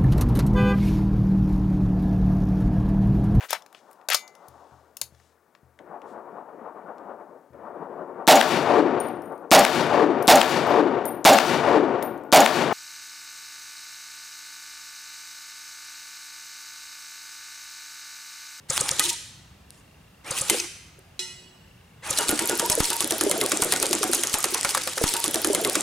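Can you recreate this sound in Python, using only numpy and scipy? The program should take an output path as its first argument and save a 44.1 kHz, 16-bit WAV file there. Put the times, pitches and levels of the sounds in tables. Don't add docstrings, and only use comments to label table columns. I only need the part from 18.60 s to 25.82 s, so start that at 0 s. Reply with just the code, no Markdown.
import sys
import numpy as np
from scipy import signal
from scipy.fft import rfft, irfft, next_fast_len
from scipy.io import wavfile
from scipy.ndimage import uniform_filter1d

SR = 44100
rng = np.random.default_rng(int(sys.argv[2]) if len(sys.argv) > 2 else 0)


def wrap_up_sound(samples):
    columns = np.atleast_2d(samples).T
    tamed = np.clip(columns, -1, 1)
    steps = np.round(tamed * 32767).astype(np.int16)
    wavfile.write(sys.argv[1], SR, steps)


def magnitude_from_level(level_db):
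    exponent = np.asarray(level_db, float) / 20
    return 10 ** exponent


N = 318402
OPPOSITE = np.array([[1], [-1]])


def evened(x):
    return x / np.sqrt(np.mean(x ** 2) + 1e-20)


def smooth(x, size):
    return uniform_filter1d(uniform_filter1d(x, size=size), size=size)


def read(points, hz):
    f, value = np.transpose(points)
    return np.interp(np.log(hz + 1), np.log(f + 1), value)


def add(mix, s, sound):
    part = mix[..., round(s * SR):][..., :sound.shape[-1]]
    part += sound[..., :part.shape[-1]]


def following(slam_rows, delay_s, db, hz, spread_db):
    when, size, pitch = rng.random((len(slam_rows), 3)).T
    start_s = np.array(slam_rows)[:, 0] + delay_s[0] + when * (delay_s[1] - delay_s[0])
    level_db = db + spread_db * (size - .5)
    return list(zip(start_s, level_db, hz[0] + pitch * (hz[1] - hz[0])))


# band_hz, lead_rad
PORT_LEAD = [(100, 0.13), (3000, 0.7), (7000, .1), (16000, 0.074)]


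def noise(spectrum, likeness, patchy_db, size=512):
    hz = np.fft.rfftfreq(size, 1 / SR)
    draws = rng.standard_normal((4 * N // size + 5, len(hz), 5), dtype=np.float32)
    a, b, c, d, patches = draws.T
    patches = uniform_filter1d(uniform_filter1d(patches, size=8, axis=0), size=8, axis=1)
    same = np.clip(read(likeness, hz), -1, 1)[:, None]
    left = a + 1j * b
    right = same * left + np.sqrt(1 - same ** 2) * (c + 1j * d)
    z = np.array([left, right])
    z *= magnitude_from_level(read(spectrum, hz)[:, None] + patchy_db * evened(patches))
    z[0] *= np.exp(1j * read(PORT_LEAD, hz))[:, None]
    return evened(signal.istft(z, nperseg=size, noverlap=3 * size // 4)[1][:, :N])


# band_hz, density_db
YARD_COLOUR = [(26, -41.5), (45, -2.5), (170, -7), (290, -17.5), (672, -20), (2600, -26), (3160, -28),
               (16000, -41.5)]
# band_hz, likeness
YARD_LIKENESS = [(60, 1.0), (180, 1), (550, 0.2), (1650, 0.73), (4970, 0.27), (15000, 0.99)]


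def yard():
    traffic = magnitude_from_level(-52.5) * noise(YARD_COLOUR, YARD_LIKENESS, patchy_db=1.4, size=2048)
    return signal.lfilter(*signal.butter(2, 52, "high", fs=SR), traffic)


# time_s, level_db
CRICKET_LEVEL = [(0, -65), (1.3, -56.5), (2.5, -61), (3.1, -55), (7.3, -94)]


def cricket():
    t = np.arange(N) / SR
    chirp = np.exp(-(((t * 30 + .1) % 1 - .5) / 0.091) ** 2)
    chirp *= magnitude_from_level(1.5 * np.repeat(rng.standard_normal(N // 1470 + 1), 1470)[:N])
    level = magnitude_from_level(np.interp(t, *np.transpose(CRICKET_LEVEL)))
    return level * chirp * np.sin(2 * np.pi * 2750 * t) * magnitude_from_level(1.5 * OPPOSITE)


# band_hz, t60_s
TREE_DECAY = [(250, 0.94), (700, 0.34), (1700, 1), (4500, 0.86), (9000, 0.63), (15000, 0.75)]


def trees(x):
    taps = np.zeros((2, SR))
    at = np.arange(200, SR - 20, 20) + rng.integers(0, 20, (2, (SR - 201) // 20))
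    np.put_along_axis(taps, at, rng.choice([-1., 1.], at.shape), 1)
    taps[1] = 0.68 * taps[0] + 0.79 * taps[1]
    taps *= np.minimum(np.arange(SR) / SR / 0.038, 1)
    hz, t, z = signal.stft(taps, SR, nperseg=256)
    colour = [(300, -5.5), (1000, -9.5), (1400, -0.5), (9000, 2.0), (15000, -10.5)]
    z *= magnitude_from_level(read(colour, hz)[:, None])
    z *= magnitude_from_level(-60 * t / read(TREE_DECAY, hz)[:, None])
    tail = signal.istft(z, SR, nperseg=256)[1]
    tail /= np.linalg.norm(tail[0])
    return signal.fftconvolve(x.mean(0)[None], tail, axes=1)[:, :N]


# pitch_hz, level_db, t60_s
CAN_MODES = [(367, -18, .8), (1933, -22, .72), (2040, -22, .58), (2519, -20, .66), (2880, -16, .45),
             (2921, -18, 1.2), (3332, -27, .9), (3370, -15, .3), (3871, -17, .4), (3990, -3, .12),
             (4097, -16, .55), (4460, -24, .9), (5130, -28, 1), (5265, -11, .46),
             (900, -31, .9), (1360, -31, .7), (1470, -35, .6), (1740, -36, .5), (5830, -16, .39),
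           (6175, -18, .6), (6654, -22, .45), (7181, -22, .58), (7461, -18, .46), (7850, -22, .9),
           (8500, -25, .5), (8877, -24, .45), (9109, -22, .62), (10357, -25, .46)]


def tin():
    out, t = np.zeros((2, N)), np.arange(30000) / SR
    ring = (magnitude_from_level(-2 - 60 * t / 0.06) + magnitude_from_level(-9 - 60 * t / .5)) * rng.standard_normal((2, len(t)))
    ring = signal.lfilter(*signal.butter(2, [2500, 9000], "band", fs=SR), ring)
    modes = CAN_MODES
    for (hz, db, t60_s), cluster in zip(modes, rng.random((len(modes), 2, 2))):
        for k, (a, b) in enumerate(cluster):
            split = 1 + 0.014 * k * (a - .5)
            phase = 2 * np.pi * b + .6 * OPPOSITE * a
            flutter_db = 2.4 * np.sin(2 * np.pi * ((6 + 18 * b) * t + a))
            level = magnitude_from_level(db - 3.4 * k + flutter_db - 60 * t / t60_s)
            ring += level * np.sin(2 * np.pi * hz * split * t + phase)
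    add(out, 2.5925, magnitude_from_level(-25 - 1.3 * OPPOSITE) * ring)
    return out


# start_s, pitch_hz, level_db, length_s, rise_hz
SHORT_RINGS = [(0.395, 1242, -24.5, 0.035, -30.5), (0.4, 1984, -24, 0.028, 201.5),
               (0.403, 3000, -29, .032, 0), (0.442, 349, -32.5, .075, 0), (0.437, 945, -37.5, 0.064, 0),
               (0.505, 935, -33.5, 0.047, 5), (0.497, 2450, -29, 0.012, 0),
               (1.897, 2070, -25.5, 0.038, 0.5), (1.899, 3070, -24, 0.019, 0), (1.967, 351, -37, .12, 2),
               (1.996, 2540, -25.5, 0.015, 0), (3.588, 2900, -27, 0.037, 0), (3.59, 1445, -30, 0.034, 0),
               (3.593, 934, -28, 0.073, -2), (3.69, 1433, -29, 0.071, 0), (3.799, 940, -32, 0.097, 0),
               (3.894, 1443, -27.5, 0.064, 0), (3.905, 930, -31.5, 0.066, 0),
               (4.011, 930, -26.5, 0.038, 0), (4.041, 956, -21.5, 0.037, 90), (4.11, 962, -25, 0.043, 50),
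               (4.108, 616, -28.5, 0.061, 0), (4.216, 944, -32, 0.073, 2), (4.313, 926, -28.5, .085, 3),
               (4.402, 1123, -28, .026, 0), (4.524, 639, -26.5, 0.045, -5), (4.832, 1100, -25, 0.021, 40),
               (4.915, 1410, -19, 0.0097, -100), (5.023, 1460, -22.5, .012, 0),
               (4.814, 2080, -25.5, .016, 0), (5.124, 1850, -24, 0.014, 0), (5.632, 3270, -22, .014, 0),
               (5.16, 1470, -23, 0.013, 0), (5.43, 748, -27.5, 0.06, 0), (5.585, 3130, -30, 0.021, 0),
               (5.788, 1250, -26.5, 0.015, 200), (5.946, 1045, -28, 0.033, 247),
               (6.044, 1420, -17.5, .014, 0), (6.148, 1150, -21.5, 0.017, 0)]


def notes():
    out = np.zeros((2, N))
    for (s, hz, db, length_s, rise_hz), luck in zip(SHORT_RINGS, rng.random((len(SHORT_RINGS), 2))):
        t = np.arange(0, length_s, 1 / SR)
        waver = 0.5 * np.sin(2 * np.pi * (35 * t + luck[0])) + .3 * OPPOSITE
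        turns = hz * t + rise_hz * t * (t / length_s - 1) / 2
        level = magnitude_from_level(db - 9.5 * t / length_s) * signal.windows.tukey(len(t), .4)
        add(out, s, level * np.sin(2 * np.pi * turns + waver))
    return out


# time_s, shaft_hz, level_db
MOTOR_STARTS = [
    [(1.64, 502, -54), (1.67, 590, -48), (1.705, 605, -47)],
    [(3.42, 460, -49), (3.47, 651, -50), (3.505, 602, -33)],
]


def motor():
    out = np.zeros(N)
    wobble = evened(smooth(rng.standard_normal((3, N)), 150))
    for rows in MOTOR_STARTS:
        s, hz, db = np.transpose(rows)
        t = np.arange(s[0], s[-1], 1 / SR)
        w = wobble[:, round(s[0] * SR):][:, :len(t)]
        turns = np.cumsum(np.interp(t, s, hz) * (1 + 0.0085 * w[0])) / SR
        tone = np.zeros(len(t))
        for harmonic, level_db, drift in zip((1, 2, 4), (-3., -4., 3.), w):
            tone += magnitude_from_level(level_db + 2.23 * drift) * np.sin(2 * np.pi * harmonic * turns)
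        add(out, s[0], magnitude_from_level(np.interp(t, s, db)) * tone * signal.windows.tukey(len(t), .2))
    return out


# time_s, hiss_db, whirr_db, rumble_db
TRIGGER_PULLS = [
    [(0.085, -31.5, -33, -42), (0.321, -41, -35.5, -46), (0.56, -38, -48, -53.5)],
    [(1.635, -50, -40.5, -47), (1.72, -34.5, -35, -46.5), (1.879, -36, -39.5, -48),
     (2.08, -41, -42.5, -52.5)],
    [(3.42, -46, -36, -47.5), (3.52, -31.5, -34, -44), (3.66, -35, -37, -40.5), (3.94, -36.5, -39, -37.5),
     (4.36, -36, -41, -42.5), (4.86, -37, -39.5, -36.5), (6.1, -38.5, -40, -46), (6.3, -36.5, -48, -53.5),
     (6.45, -35.5, -45, -53)],
]
# centre_s, level_db, half_length_s
AIR_PUFFS = [(0.171, -22, 0.0063), (0.287, -20.5, 0.0033), (0.45, -22, 0.02), (0.496, -19.5, 0.01),
             (1.16, -60, 0.05), (1.783, -30.5, 0.013), (1.963, -32, 0.042), (4.123, -21.5, 0.0081),
             (4.256, -27, 0.024), (5.549, -25.5, 0.021), (5.589, -33.5, 0.015), (5.945, -23, 0.0044),
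             (6.106, -28, 0.017)]
# band_hz, density_db
HISS_COLOUR = [(1470, -18.5), (2500, -1), (3520, -0.5), (5390, 1.5), (9960, 2), (12000, -11),
               (14600, -13.5), (16500, -22.5)]
WHIRR_COLOUR = [(350, -25.5), (600, -19.5), (831, 5.5), (1030, -3.5), (1120, 2), (4000, -6.5), (5200, -39),
                (8800, -120)]
RUMBLE_COLOUR = [(88, -38), (150, -11), (249, -18.5), (313, -2.5), (423, -7), (750, -11), (980, -32),
                 (1650, -120)]
# band_hz, likeness
GUN_LIKENESS = [(60, 1), (550, 0.94), (1650, 0.95), (4000, 0.7), (8000, 0.9), (15000, 1)]


def mechanism():
    t, layers = np.arange(N) / SR, np.zeros((3, N))
    for rows in TRIGGER_PULLS:
        s, *levels_db = np.transpose(rows)
        held = np.clip((t - s[0]) / 0.036, 0, 1) * np.clip((s[-1] - t) / 0.03, 0, 1)
        layers += held * magnitude_from_level(np.array([np.interp(t, s, db) for db in levels_db]))
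    hiss, whirr, rumble = layers
    slam_s = np.array(SLAMS)[:, 0]
    since_s = t - slam_s[np.searchsorted(slam_s, t) - 1]
    jolt = np.minimum(since_s / 0.0013, 1) - since_s / 0.067
    shaken = np.where((since_s > 0) & (since_s < .12), jolt, -.3)
    rumble, whirr = rumble * magnitude_from_level(9.2 * shaken), whirr * magnitude_from_level(8.1 * shaken)
    around_s = np.arange(-5000, 5000) / SR
    for s, db, half_s in AIR_PUFFS:
        add(hiss, s + around_s[0], magnitude_from_level(db) * np.exp(-(around_s / half_s) ** 2))
    lead_s = np.arange(900) / SR
    leak_db = -33.5 - 2300 * np.maximum(lead_s[::-1] - .005, 0)
    for (s, _, _), weaker in zip(SHOTS, rng.random(len(SHOTS))):
        add(hiss, s - .0018 - 900 / SR, magnitude_from_level(leak_db - 4 * weaker))
    fast = evened(smooth(rng.standard_normal(N), 120))
    slow = evened(smooth(rng.standard_normal(N), 700))
    hiss *= magnitude_from_level(2.74 * fast + 1.1 * slow)
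    out = hiss * noise(HISS_COLOUR, GUN_LIKENESS, patchy_db=3.54)
    out += whirr * noise(WHIRR_COLOUR, GUN_LIKENESS, patchy_db=2.2)
    return out + rumble * noise(RUMBLE_COLOUR, GUN_LIKENESS, patchy_db=2.9, size=1024)


# middle_tooth_s, peak_db, centre_hz, thump_db
GEAR_CATCHES = [(0.1032, -6, 7400, -22), (0.2103, -3, 8500, -24), (0.3138, -5.5, 7700, -25.5),
                (0.5021, -27, 7500, -52.5), (1.7116, -10, 8500, -25), (1.815, -6.5, 8480, -25),
                (2.0008, -9, 5900, -49), (3.5079, -5.5, 8900, -23.5)]


def catches():
    out, t = np.zeros((2, N)), np.arange(-200, 3000) / SR
    after, early = np.maximum(t - .004, 0), t - t[0]
    teeth = sum(magnitude_from_level(d) * np.exp(-((t - at) / .0007) ** 2) for at, d in [(-.0028, -8.5), (0, -3.5), (.0027, -4)])
    thump = np.sin(2 * np.pi * 535 * after) * magnitude_from_level(-60 * after / 0.05)
    thump += 0.76 * np.sin(2 * np.pi * 1250 * after) * magnitude_from_level(-60 * after / 0.044)
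    push = 0.57 * np.sin(2 * np.pi * 135 * early) * magnitude_from_level(-60 * early / 0.055)
    blow = thump * (1 - np.exp(-after / 0.0018)) + push
    luck = rng.standard_normal((len(GEAR_CATCHES), 2, len(t)))
    for (s, db, hz, thump_db), grit in zip(GEAR_CATCHES, luck):
        band = signal.butter(3, [0.73 * hz, 1.175 * hz], "band", fs=SR)
        grit = signal.lfilter(*band, grit[0] + 0.28 * grit)
        add(out, s + t[0], magnitude_from_level(db - 4.5) * teeth * evened(grit) + magnitude_from_level(thump_db) * blow)
    return out


def whistles():
    length_s = 0.0081
    out, t = np.zeros(N), np.arange(0, length_s, 1 / SR)
    for (s, _, _), (a, b) in zip(SHOTS, rng.random((len(SHOTS), 2))):
        hz = (0.81 + 0.39 * a) * np.interp(t, [0, length_s], (5156, 3000))
        chirp = np.hanning(len(t)) * np.sin(2 * np.pi * np.cumsum(hz) / SR)
        add(out, s - .002 - length_s, magnitude_from_level(-28 - 6 * b) * chirp)
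    return out


# start_s, peak_db, pitch_hz
HOLLOW_THUDS = [(1.915, -20.5, 319), (1.934, -23, 379), (1.948, -22, 469), (2.39, -46, 364),
                (3.732, -17, 291), (3.821, -22.5, 316), (3.84, -24.5, 370), (3.934, -20, 326),
                (4.03, -21, 457), (4.181, -16.5, 441), (4.446, -23, 306), (4.526, -21, 317),
                (4.618, -22, 287), (4.64, -20, 313), (4.67, -13, 381), (4.702, -21, 545),
                (4.748, -22.5, 310), (4.938, -20.5, 302), (5.001, -22, 383), (5.066, -24, 360),
                (5.217, -24.5, 388), (5.24, -22.5, 509), (5.314, -18, 339), (5.353, -21.5, 306),
                (5.415, -22, 400), (5.454, -22, 300), (5.499, -18.5, 330), (5.595, -26, 335),
                (5.929, -25, 349), (3.612, -24.5, 403), (4.766, -25, 637), (4.795, -24, 404),
                (4.852, -26, 329), (5.862, -29, 352), (6.056, -27, 542), (5.755, -26.5, 800)]


def thuds():
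    out, t = np.zeros((2, N)), np.arange(8000) / SR
    lead = .3 * OPPOSITE
    sag_s = .12 * .012 * (1 - np.exp(-t / .012))
    rows = HOLLOW_THUDS + following(SHOTS[2:], (0.0117, 0.11), -38, (300, 559), spread_db=14.0)
    rows += [(s, -25, 500) for s, _, _ in BLANKS]
    for (s, db, hz), (a, b, c) in zip(rows, rng.random((len(rows), 3))):
        decay = magnitude_from_level(-60 * t / 0.031) + magnitude_from_level(-11.0 - 60 * t / 0.14)
        ring = np.sin(2 * np.pi * hz * (t + sag_s) + lead) * decay
        ring += 0.35 * np.sin(2 * np.pi * hz * (1.3 + .5 * a) * t + lead + 6 * c) * magnitude_from_level(-60 * t / 0.05)
        ring += 0.15 * np.sin(2 * np.pi * hz * (.7 + 0.141 * b) * t + lead) * magnitude_from_level(-60 * t / 0.18)
        add(out, s - .005, magnitude_from_level(db + 5.0) * (1 - np.exp(-t / 0.0026)) * ring)
    return out


# start_s, peak_db, centre_hz
SHARP_SNAPS = [(0.1782, -8, 4400), (0.2917, -9, 5400), (0.5308, -23, 7200), (1.1058, -32, 7600),
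               (1.7871, -18, 6600), (2.392, -42, 10000), (3.7074, -12, 10600), (3.7136, -13, 9200),
               (3.8577, -11, 10000), (3.8749, -12, 10000), (4.1039, -11, 9500), (4.1534, -9, 8700),
               (4.4447, -11, 6900), (4.5223, -12, 6800), (4.6375, -14, 8300), (4.8629, -13, 7400),
               (4.9732, -10, 7800), (5.0368, -12, 8900), (5.1379, -9, 5800), (5.1626, -12, 6600),
               (5.2007, -11, 8400), (5.2667, -12, 7100), (5.352, -13, 8400), (5.4407, -13, 8200),
               (5.5484, -11, 9700), (5.5523, -11, 8500), (5.6721, -11, 8100), (5.7859, -16, 8600),
               (5.856, -16, 8600), (6.0114, -13, 7400)]
# start_s, peak_db, centre_hz
FUZZY_TICKS = [(3.6087, -10, 8670), (3.7234, -17, 2100), (3.8137, -18, 2090), (3.9176, -17, 8570),
               (3.9527, -11.5, 8520), (4.06, -9, 10100), (4.2426, -7, 2100), (4.33, -7.5, 6170),
               (4.365, -11, 9900), (4.424, -7, 7050), (4.4742, -13, 9490), (4.559, -29, 3070),
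               (4.6952, -9, 8610), (4.781, -18, 6110), (4.802, -13, 9750), (4.8375, -10, 9000),
               (4.8946, -11, 10000), (5.0456, -3.5, 9150), (5.256, -8, 6100), (5.2814, -25, 8960),
               (5.3095, -10, 6610), (5.4814, -17, 9000), (5.5144, -10, 9700), (5.649, -18, 7800),
               (5.696, -14, 6260), (5.7296, -11, 8000), (5.7574, -16, 8950), (5.8037, -13, 8530),
               (5.8271, -13, 8770), (5.915, -14, 8640), (5.9688, -21, 8660), (6.03, -5.5, 4000),
               (6.0716, -15, 4680), (6.0911, -5, 4990), (6.237, -18, 8100)]


def snaps():
    out, t, hz = np.zeros((2, N)), np.arange(512) / SR, np.fft.rfftfreq(512, 1 / SR)
    sharp = SHARP_SNAPS + following(SHOTS, (0.0016, .004), -13.5, (6300, 8300), spread_db=6)
    sharp += following(BLANKS * 3, (0, .006), -19, (5600, 7000), spread_db=6)
    fuzzy = [(s + .001, db - 10, centre_hz) for s, db, centre_hz in FUZZY_TICKS]
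    fuzzy += following(2 * SHOTS[2:], (.009, .09), -26, (2800, 12600), spread_db=6)
    for rows, t60_s in ((sharp, 0.0027), (fuzzy, 0.011)):
        grit, sides = rng.standard_normal((len(rows), 512)), rng.standard_normal((len(rows), 1))
        shape = np.minimum(t / 0.00024, 1) * magnitude_from_level(-60 * t / t60_s)
        for (s, db, centre_hz), g, side in zip(rows, grit, sides):
            spread_hz = 3500 + 0.9 * max(8500 - centre_hz, 0)
            floor_hz = 700 + 0.67 * max(centre_hz - 5500, 0)
            band = np.exp(-((hz - centre_hz) / spread_hz) ** 2 - (floor_hz / (hz + 1)) ** 2)
            burst = shape * irfft(rfft(g) * band)
            add(out, s - .0004, magnitude_from_level(db + 6.5 + .5 * side * OPPOSITE) * burst / abs(burst).max())
    return out


# start_s, peak_db
AIR_PUSHES = [(3.692, -19), (4.1, -18.5), (4.2049, -6.5), (5.024, -20), (5.531, -24.5), (5.741, -19.5),
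              (6.05, -24.5)]


def pushes():
    out, t = np.zeros(N), np.arange(4000) / SR
    u = t / 0.0004
    spike = u * np.exp(1 - u)
    dip = 0.099 * (t / 0.0029) ** 2 * np.exp(-t / 0.0033)
    swing = 0.1 * np.sin(np.pi * t / t[-1]) * np.exp(-t / 0.027)
    for s, db in AIR_PUSHES:
        add(out, s, magnitude_from_level(db) * (spike - dip + swing))
    turn_rad = .38 * OPPOSITE
    return (signal.hilbert(out, next_fast_len(N))[:N] * np.exp(1j * turn_rad)).real


# start_s, peak_db, knock_db under the crack
SHOTS = [(0.395, 0.5, -32), (1.898, 0.5, -40), (3.5858, -6.5, -30.5), (3.691, -7.5, -21),
         (3.7916, -8.5, -21), (3.895, -10, -35), (3.996, -8, -26), (4.099, -6.5, -18.5), (4.202, -10, -7),
         (4.3026, -9.5, -34), (4.4055, -7, -46), (4.5083, -7.5, -37), (4.6103, -7.5, -14),
         (4.713, -4, -17.5), (4.813, -8, -18), (4.9183, -5, -14.5), (5.021, -4, -14.5), (5.1228, -4.5, -16),
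         (5.227, -6, -14), (5.3299, -4, -19.5), (5.4305, -8, -16.5), (5.5325, -6, -15), (5.6353, -6.5, -29),
         (5.7408, -6, -19), (5.8415, -6.5, -11), (5.9445, -13.5, -7), (6.0478, -8.5, -9.5),
         (6.1483, -9.5, -9)]
# start_s, peak_db, knock_db under the crack
BLANKS = [(6.1726, -20, -3), (6.2738, -18, -5), (6.3775, -17, -6)]
SLAMS = SHOTS + BLANKS
# band_hz, density_db
CRACK_COLOUR = [(1470, -11), (2500, -1.5), (3680, 0), (4890, -3), (6600, 0.5), (10400, 4.5), (15600, -20),
                (16500, -50.5)]


def slams():
    out, t = np.zeros((2, N)), np.arange(5000) / SR
    air = noise(CRACK_COLOUR, GUN_LIKENESS, patchy_db=0.53)
    knock_colour = [(150, -26), (400, -10.0), (900, 0), (1300, 0.5), (2200, -2.5), (3500, -20), (6000, -27)]
    body = noise(knock_colour, GUN_LIKENESS, patchy_db=3)
    for (s, db, knock_db), (a, b, c) in zip(SLAMS, rng.random((len(SLAMS), 3))):
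        at = round(s * SR)
        blast_t60_s = .04 * (1 + .6 * (c - .5))
        rebound = np.maximum(t - .002 - 0.0041 * a, 0)
        shape = magnitude_from_level(7.0 - 60 * t / 0.0038) + magnitude_from_level(-7.0 - 60 * t / blast_t60_s)
        shape += magnitude_from_level(-17.0 - 60 * rebound / 0.039) * (rebound > 0)
        blast = air[:, at:at + len(t)] / air[:, at:at + 30].std()
        knock = .8 * body[:, at:at + len(t)]
        knock = knock + .9 * np.sin(2 * np.pi * 1250 * (.9 + .2 * b) * t) * magnitude_from_level(-60 * t / .05)
        knock *= magnitude_from_level(knock_db + 6.5 - 60 * t / 0.061) * np.minimum(t / 0.001, 1)
        add(out, s, magnitude_from_level(db - 7.5) * (shape * blast + knock))
    return out


AGAIN_FROM, AGAIN_AT = 184250, 282838


def scene():
    gun = mechanism() + slams() + catches() + snaps() + thuds() + whistles() + motor() + notes() + tin()
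    mix = gun + magnitude_from_level(-13.0) * trees(gun) + pushes() + yard() + cricket()
    mix[:, AGAIN_AT:] = mix[:, AGAIN_FROM:AGAIN_FROM + N - AGAIN_AT]
    return mix


def roll_off(x):
    return signal.sosfilt(signal.butter(12, 17000, fs=SR, output="sos"), x)


# band_hz, left_over_right_db
PORT_BALANCE = [(60, -0.5), (180, 0.5), (550, -1.5), (1650, 0.5), (4970, 0.5), (15000, -1)]


def record(dry):
    duck_db = np.zeros(N)
    slams_at = np.round(np.array(SLAMS)[:, 0] * SR)
    repeats_at = (slams_at + AGAIN_AT - AGAIN_FROM)[slams_at > AGAIN_FROM]
    for at in [*slams_at, *repeats_at]:
        add(duck_db, at / SR - .0021, 11 * signal.windows.tukey(90, .3))
    lean_db = read(PORT_BALANCE, np.fft.rfftfreq(N, 1 / SR)) * .5 * OPPOSITE
    ports = irfft(rfft(dry) * magnitude_from_level(lean_db), N)
    soft = .6 * np.tanh(ports / magnitude_from_level(duck_db) / .6)
    edge = signal.firwin(255, 15900, fs=SR)
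    mix = signal.oaconvolve(soft, edge[None], "same")
    return roll_off(mix)


dry = scene()
out = record(dry)
wrap_up_sound(out)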